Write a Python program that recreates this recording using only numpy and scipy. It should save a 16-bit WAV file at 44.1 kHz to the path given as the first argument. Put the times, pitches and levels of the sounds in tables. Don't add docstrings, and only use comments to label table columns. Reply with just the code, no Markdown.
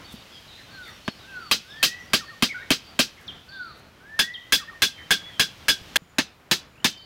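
import sys
import numpy as np
from scipy import signal
from scipy.fft import rfft, irfft, next_fast_len
from scipy.io import wavfile

SR = 44100
rng = np.random.default_rng(int(sys.argv[2]) if len(sys.argv) > 2 else 0)


def store_wav(level_fs):
    pcm = np.round(np.clip(np.atleast_2d(level_fs), -1, 1) * 32767)
    wavfile.write(sys.argv[1], SR, pcm.T.astype(np.int16))


N = 310905
TIME = np.arange(N) / SR
SPLICE_S = 5.9703

# (t/s, force level/dB, soil thump level/dB, brightness in dB per octave)
BLOWS = [(1.0792, -8.5, -11, -8), (1.5125, 0.5, -13, 0), (1.8286, 1, -8, 2), (2.1335, 1, 1.5, 0),
         (2.4235, 0.5, 2, -0.5), (2.7045, 1.5, 4, -0.5), (2.9910, 1, 4, 0.5), (4.1914, -3, -25, 1),
         (4.5229, -2, -17, 3), (4.8203, 0, -32, 1.5), (5.107, 1, -17, 0), (5.3957, 0.5, -13, 0.5),
         (5.6833, 0, -12.5, 1), (5.9581, 1.5, -15, 0), (6.184, -0.5, 0, -2), (6.5124, -0.5, -4.5, 0.5),
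         (6.8445, 0, -0.5, 0)]
# (f/Hz, relative level/dB, t60/s before shortening)
STAKE_MODES = [
    [(1156, -7.5, 0.031), (1611, -3, 0.041), (2563, 0, 0.029), (2720, -7.5, 0.055), (3160, -7.5, 0.077),
     (3345, -10, 0.054), (4100, -16.5, 0.13), (4790, -12.5, 0.12)],
    [(1592, -19, 0.2), (1653, 0.5, 0.064), (2215, -8.5, 0.059), (2660, -6, 0.056), (2954, -16, 0.11),
     (3236, -5.5, 0.07), (3392, -7.5, 0.16), (3526, -10, 0.1), (4054, -4.5, 0.039), (4997, -11.5, 0.12)],
    [(1605, -5, 0.048), (1738, -5.5, 0.058), (2526, -2, 0.035), (2790, -18, 0.043), (3230, -17, 0.072),
     (3590, -4, 0.047), (3926, -6.5, 0.043), (5140, -20, 0.12), (6620, -13.5, 0.067)],
]
# (t/s, t/s)
NEXT_STAKE_TIMES = (3.6, 6.1)
# (f/Hz, relative level/dB, t60/s before shortening)
SOIL_MODES = [(185, -23.5, 0.064), (245, -8, 0.04), (314, -18.5, 0.048), (633, -12, 0.029)]
RING_LENGTH = 0.92
SOFT_DAMPING = 0.081


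def hammering(crack_db=-8.0, soil_lag_s=0.00422, fresh=0.68, soil_low_hz=130):
    out = np.zeros(N)
    t = TIME[:SR // 4]
    soil_t = np.maximum(t - soil_lag_s, 0)
    patterns = rng.standard_normal((len(STAKE_MODES), 2, len(t)))
    for start_s, force_db, soil_db, tilt_db in BLOWS:
        stake = np.searchsorted(NEXT_STAKE_TIMES, start_s)
        length = RING_LENGTH * 2 ** (SOFT_DAMPING * min(tilt_db, 0))

        wood_modes = [(hz, db + dulling_db(hz, tilt_db), t60 * length) for hz, db, t60 in STAKE_MODES[stake]]
        wood = .5 * ring(wood_modes, t, scatter=1.0, detune=0.0051, scatter_per_s=237.4)

        new_noise = fresh * rng.standard_normal((2, len(t)))
        white = (patterns[stake] + new_noise) / np.hypot(1, fresh)
        splinters = from_db(crack_db) * crack(white, t, tilt_db, length)

        soil_modes = [(hz, db, t60 * length) for hz, db, t60 in SOIL_MODES]
        soil = ring(soil_modes, soil_t, scatter=0.13, detune=0.045)
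        thump = from_db(soil_db) * band(soil, soil_low_hz, 3000)

        blow = from_db(force_db) * (wood + splinters) + thump
        audible = (start_s > SPLICE_S) | (start_s + t < SPLICE_S)
        add(out, start_s, blow * audible)
    return out


def ring(modes, t, scatter=0.0, spread_db=2.5, detune=0.0034, scatter_per_s=170, build_s=0.0073):
    out = 0
    for hz, level_db, t60 in modes:
        strength, shift = rng.standard_normal(2)
        flutter = wander(t, scatter_per_s) + 1j * wander(t, scatter_per_s)
        echoes = scatter * (1 - np.exp(-t / build_s)) * flutter
        tone = np.imag((1 + echoes) * np.exp(2j * np.pi * hz * (1 + detune * shift) * t))
        out = out + from_db(level_db + spread_db * strength - 60 * t / t60) * tone
    return out


# (f/Hz, relative level/dB per Hz, t60/s before shortening)
CRACK_SPECTRUM = [(70, -18, 0.069), (187, -5, 0.23), (418, -1.5, 0.12), (695, -7.5, 0.11),
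                  (950, 1.5, 0.066), (1540, -4, 0.14), (2270, 6, 0.083), (2970, 5.5, 0.12), (4700, 1, 0.15),
                  (6000, -6, 0.18), (7860, -15.5, 0.17), (14600, -19.5, 0.14)]


def crack(white, t, tilt_db, length):
    edges = 50 * 2 ** (np.arange(26) / 3)
    centres = np.sqrt(edges[1:] * edges[:-1])
    gains = from_db(at_hz(CRACK_SPECTRUM, centres))
    power = np.sum(gains ** 2 * np.diff(edges)) / (SR / 2)
    gains = gains / np.sqrt(power) * from_db(dulling_db(centres, tilt_db))
    t60s = length * at_hz(CRACK_SPECTRUM, centres, axis=2)
    out = 0
    for k, (gain, t60) in enumerate(zip(gains, t60s)):
        noise = band(white[k % 2], edges[k], edges[k + 1])
        out = out + gain * noise * from_db(-60 * t / t60)
    return out


def dulling_db(hz, tilt_db):
    return tilt_db * np.log2(np.maximum(hz / 1300, 1))


def far_echo(blows, echo_db=-25.5):
    before = TIME < SPLICE_S
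    treble = band(blows, 1600, 7000)
    early, late = (trees(treble * part, t60=0.32, low_hz=1920, high_hz=5800, build_s=0.032)
                   for part in (before, ~before))
    return from_db(echo_db) * (early * before + late)


# (t/s, f/Hz, level/dB)
BUMPS = [(0.14, 215, -29.5), (5.744, 130, -42), (5.815, 90, -34.5), (6.020, 167, -38)]
# (t/s of the peak, half length/s, level/dB)
RUSTLES = [(0.129, 0.022, -50.5), (0.893, 0.075, -60), (3.22, .015, -59), (3.79, 0.022, -62)]


def handling(bump_t60=0.056):
    out = np.zeros(N)
    t = TIME[:SR // 5]
    for start_s, hz, db in BUMPS:
        add(out, start_s, from_db(db - 60 * t / bump_t60) * np.sin(2 * np.pi * hz * t))
    grains = rms_one(band(rng.standard_normal(N), 1500, 15000) * from_db(5 * wander(TIME, 400)))
    strokes = sum(from_db(db) * np.exp(-((TIME - peak_s) / half_s) ** 2) for peak_s, half_s, db in RUSTLES)
    return out + grains * strokes


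TICK_ECHO_DB = 3.5


def birds(near_wet_db=-5.0, far_dry_db=-2.5, far_wet_db=-5.5):
    near, far, ticks = near_birds(), far_birds(), ticking_bird()
    to_trees = from_db(near_wet_db) * near + from_db(far_wet_db) * far + from_db(TICK_ECHO_DB) * ticks
    echoes = trees(to_trees, t60=0.58, low_hz=1400, high_hz=6900, build_s=0.0023)
    return near + from_db(far_dry_db) * (far + ticks) + echoes


# (t/s, note name, level/dB)
NEAR_CALLS = [(0.679, "slur", -46.5), (1.236, "slur", -41), (2.488, "squawk", -31), (3.268, "chip", -21.5),
              (3.477, "slur", -40), (4.328, "chip", -27.5)]
# (t/s of the rise, t/s of the first pip, level/dB)
SONGS = [(1.645, 2.184, -40.5), (4.001, 4.577, -39.5)]
PIP_EVERY_S, DROP_LAG_S = 0.097, 0.023
PIP_DB, PIP_GROWS_DB, DROP_DB, DROP_FADES_DB = -3.5, 5, 3, 4.5
TRILL_S, TRILL_HZ, TRILL_DB = 6.731, 2350, -57.5
TRILL_EVERY_S, TRILL_STEP_HZ, TRILL_GROWS_DB = 0.023, 180, 1.5


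def near_birds(trill_note_s=0.011, trill_fall_hz=270):
    out = np.zeros(N)
    for start_s, name, db in NEAR_CALLS:
        add(out, start_s, note(name, db))
    for rise_s, first_pip_s, db in SONGS:
        add(out, rise_s, quaver(note("rise", db)))
        for k in range(2):
            pip_s = first_pip_s + k * PIP_EVERY_S
            add(out, pip_s, note("pip", db + PIP_DB + k * PIP_GROWS_DB))
            add(out, pip_s + DROP_LAG_S, note("drop", db + DROP_DB - k * DROP_FADES_DB))
    for k in range(5):
        hz = TRILL_HZ + k * TRILL_STEP_HZ
        trill_note = glide(trill_note_s, hz + trill_fall_hz / 2, hz - trill_fall_hz / 2,
                           TRILL_DB + k * TRILL_GROWS_DB, rasp=.01)
        add(out, TRILL_S + k * TRILL_EVERY_S, trill_note)
    return out


QUAVER_PER_S, QUAVER_DEPTH = 22, 0.8


def quaver(x):
    t = TIME[:len(x)]
    depth = QUAVER_DEPTH * (t / t[-1]) ** 2
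    return x * (1 + depth * np.sin(2 * np.pi * QUAVER_PER_S * t))


# (t/s, level/dB before the weakening with distance)
TICK_RUNS = [(3.486, -39.5), (6.972, -43)]
TICK_EVERY_S, TICK_FADES_DB, TICK_SINKS = 0.047, 1.4, 0.0155


def ticking_bird():
    out = np.zeros(N)
    for start_s, db in TICK_RUNS:
        for k in range(6):
            tick = note("tick", db - k * TICK_FADES_DB, 1 - k * TICK_SINKS)
            add(out, start_s + k * TICK_EVERY_S, tick)
    return out


NOTE_PATHS = {"slur": [(0, 1473, -15), (.06, 1606, -7.5), (.135, 1478, 3), (.2, 1330, -4.5),
              (.255, 1150, -13)], "rise": [(0, 1430, -18), (.09, 1720, -7), (.18, 1820, -1),
              (.293, 1943, 2.5), (.35, 2010, -4), (.41, 1975, -18)], "pip": [(0, 1714, -6), (.015, 1860, 2),
              (.03, 1830, -6), (.08, 1835, -9)], "drop": [(0, 1430, -4), (.015, 1247, -11),
              (.04, 1100, -6)], "chip": [(0, 5860, -33), (.009, 5510, -30.5), (.013, 3690, -11),
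              (.022, 3253, -10), (.036, 3150, -12), (.043, 2780, -20.5)], "tick": [(0, 4950, -28),
              (.005, 4715, -6.5), (.016, 4390, -16), (.04, 3900, -18)], "squawk": [(0, 2324, -8.5),
              (.025, 2240, 2.5), (.048, 1974, -8), (.052, 1810, -26), (.058, 1514, -5.5), (.085, 1430, -6),
              (.12, 1610, -11), (.15, 1950, -15)]}
NOTE_RASP = {"slur": .003, "rise": .012, "pip": .004, "drop": .009, "chip": 0.022, "tick": 0.027, "squawk":
             0.045}


def note(name, db, pitch=1):
    return from_db(db) * whistle(np.array(NOTE_PATHS[name]) * [1, pitch, 1], NOTE_RASP[name])


# (t/s, length/s, start f/Hz, end f/Hz, level/dB before the weakening with distance)
FAR_WHISTLES = [(0.044, 0.025, 4440, 4550, -44), (0.541, 0.082, 4030, 4120, -50.5),
                (1.043, 0.085, 4360, 4370, -47.5), (1.401, 0.11, 4630, 4420, -48),
                (4.936, 0.11, 3150, 3070, -46), (5.184, 0.134, 3324, 3420, -43),
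                (5.293, 0.13, 3340, 3000, -48), (6.899, .15, 3113, 3060, -47.5)]
WHISTLE_RASP = 0.006
# (t/s, level/dB before the weakening with distance)
CHURRS = [(.575, -46.5), (.856, -44.5), (3.169, -49), (4.977, -43), (5.255, -45.5)]
CHURR_S, CHURR_FROM_HZ, CHURR_TO_HZ, CHURR_RASP = 0.055, 2150, 1689, 0.104
# (t/s, start f/Hz, level/dB before the weakening with distance)
WARBLES = [(.06, 3660, -49), (.32, 3420, -46.5), (.48, 3850, -47.5), (.71, 4450, -49), (.823, 3674, -45.5),
           (1.19, 3880, -51.5), (1.28, 2720, -52.5), (1.68, 3620, -48), (1.76, 3350, -48),
           (2.25, 4480, -50.5), (2.84, 4740, -51), (3.52, 3610, -50.5)]
WARBLE_S, WARBLE_SINKS, WARBLE_RASP = 0.077, 0.0414, 0.038
WARBLER_UNTIL_S, WARBLES_PER_S = 3.1, 7
WARBLE_LOW_HZ, WARBLE_HIGH_HZ, WARBLE_DB = 3520, 5860, -55


def far_birds(warble_spread_db=2):
    out = np.zeros(N)
    for start_s, length_s, start_hz, end_hz, db in FAR_WHISTLES:
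        add(out, start_s, glide(length_s, start_hz, end_hz, db, WHISTLE_RASP))
    for start_s, db in CHURRS:
        add(out, start_s, glide(CHURR_S, CHURR_FROM_HZ, CHURR_TO_HZ, db, CHURR_RASP))

    draws = rng.random((int(WARBLER_UNTIL_S * WARBLES_PER_S), 3))
    quiet = []
    for k, (late, height, loud) in enumerate(draws):
        start_s = (k + late) / WARBLES_PER_S
        hz = WARBLE_LOW_HZ * (WARBLE_HIGH_HZ / WARBLE_LOW_HZ) ** height
        quiet.append((start_s, hz, WARBLE_DB + warble_spread_db * (2 * loud - 1)))
    for start_s, hz, db in list(WARBLES) + quiet:
        add(out, start_s, glide(WARBLE_S, hz, hz * (1 - WARBLE_SINKS), db, WARBLE_RASP))
    return out


def glide(length_s, start_hz, end_hz, db, rasp, swell_db=3.0):
    middle_hz = (start_hz + end_hz) / 2
    path = [(0, start_hz, db - swell_db), (length_s / 2, middle_hz, db), (length_s, end_hz, db - swell_db)]
    return whistle(path, rasp)


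def whistle(points, rasp, edge_s=0.0016):
    s, hz, db = np.array(points).T
    t = TIME[:max(64, int(s[-1] * SR))]
    pitch = np.interp(t, s, hz) * (1 + rasp * wander(t, 448.6))
    edges = np.clip(np.minimum(t, t[-1] - t) / edge_s, 0, 1)
    level = from_db(np.interp(t, s, db) + 2.2 * wander(t, 63)) * edges
    return np.sqrt(2) * level * np.sin(2 * np.pi * np.cumsum(pitch) / SR)


# (t/s, low air level/dB, leaf hiss level/dB)
FOREST_LEVELS = [(0, -51, -51.5), (2.9, -51.5, -54), (3.95, -53, -61), (5.2, -52, -53.5), (5.85, -49, -50)]
# (f/Hz, relative level/dB)
AIR_SPECTRUM = [(15, -28.5), (25, -9.5), (75, 3), (171, 0), (308, -4), (406, -6), (716, -6.5), (996, -8.5),
                (1340, -7.5), (2000, -11), (2600, -15), (4400, -120)]
# (f/Hz, relative level/dB)
LEAF_SPECTRUM = [(1180, -18), (2000, -3.5), (3090, 3.5), (3550, -0.5), (3650, 0), (4050, -2), (5880, -6.5),
                 (8700, -16.5), (13600, -18), (16000, -21)]
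# (t/s of the peak, level/dB)
INSECT_SWELLS = [(6.08, -72), (6.85, -73)]
AIR_AFTER_SPLICE_DB, LEAVES_AFTER_SPLICE_DB = -55, -64.5
INSECT_HZ, INSECT_SWELL_S = 7000, 0.21


def forest():
    s, air_points, leaf_points = np.transpose(FOREST_LEVELS)
    before = TIME < SPLICE_S
    air_db = np.where(before, np.interp(TIME, s, air_points), AIR_AFTER_SPLICE_DB)
    leaves_db = np.where(before, np.interp(TIME, s, leaf_points), LEAVES_AFTER_SPLICE_DB)
    air = from_db(air_db + 1.97 * wander(TIME, 14)) * coloured(AIR_SPECTRUM)
    leaves = from_db(leaves_db + 0.31 * wander(TIME, 43)) * coloured(LEAF_SPECTRUM)

    shrill = rms_one(band(rng.standard_normal(N), INSECT_HZ - 150, INSECT_HZ + 150))
    swells = sum(from_db(db) * np.exp(-((TIME - peak_s) / INSECT_SWELL_S) ** 2) for peak_s, db in INSECT_SWELLS)
    return air + leaves + shrill * swells


def trees(x, t60, low_hz, high_hz, build_s):
    t = TIME[:SR]
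    noise = band(rng.standard_normal(SR), low_hz, high_hz)
    echoes = noise * from_db(-60 * t / t60) * (1 - np.exp(-t / build_s))
    passed_share = (high_hz - low_hz) / (SR / 2)
    echoes = echoes * np.sqrt(passed_share / np.sum(echoes ** 2))
    return signal.fftconvolve(x, echoes)[:len(x)]


def coloured(spectrum):
    size = next_fast_len(N)
    hz = np.arange(size // 2 + 1) * SR / size
    white = rfft(rng.standard_normal(size))
    return rms_one(irfft(white * from_db(at_hz(spectrum, hz)), size)[:N])


def wander(t, per_s):
    knots = rng.standard_normal(4096)
    return np.interp(t * per_s, np.arange(len(knots)), knots)


def band(x, low_hz, high_hz):
    sos = signal.butter(2, [low_hz, min(high_hz, .45 * SR)], "band", fs=SR, output="sos")
    return signal.sosfilt(sos, x)


def at_hz(points, hz, axis=1):
    points = np.array(points)
    return np.interp(np.log(hz + 1e-9), np.log(points[:, 0]), points[:, axis])


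def from_db(db):
    return 10 ** (np.asarray(db) / 20)


def rms_one(x):
    return x / np.sqrt(np.mean(x ** 2) + 1e-20)


def add(track, s, sound):
    start = max(0, round(s * SR))
    track[start:start + len(sound)] += sound[:max(0, N - start)]


def scene():
    blows = hammering()
    return (blows + far_echo(blows) + handling() + birds() + forest())[None]


HISS_DB = -69.5
OVERLOAD = .23
CUTOFF_HZ = 15900


def record(dry):
    noisy = dry + from_db(HISS_DB) * rng.standard_normal(dry.shape)
    fine = signal.resample_poly(noisy, 2, 1, axis=-1)
    flat = signal.resample_poly(np.clip(fine, -OVERLOAD, OVERLOAD), 1, 2, axis=-1)
    return signal.fftconvolve(flat, signal.firwin(255, CUTOFF_HZ, fs=SR)[None], mode="same")


dry = scene()
out = record(dry)
store_wav(out)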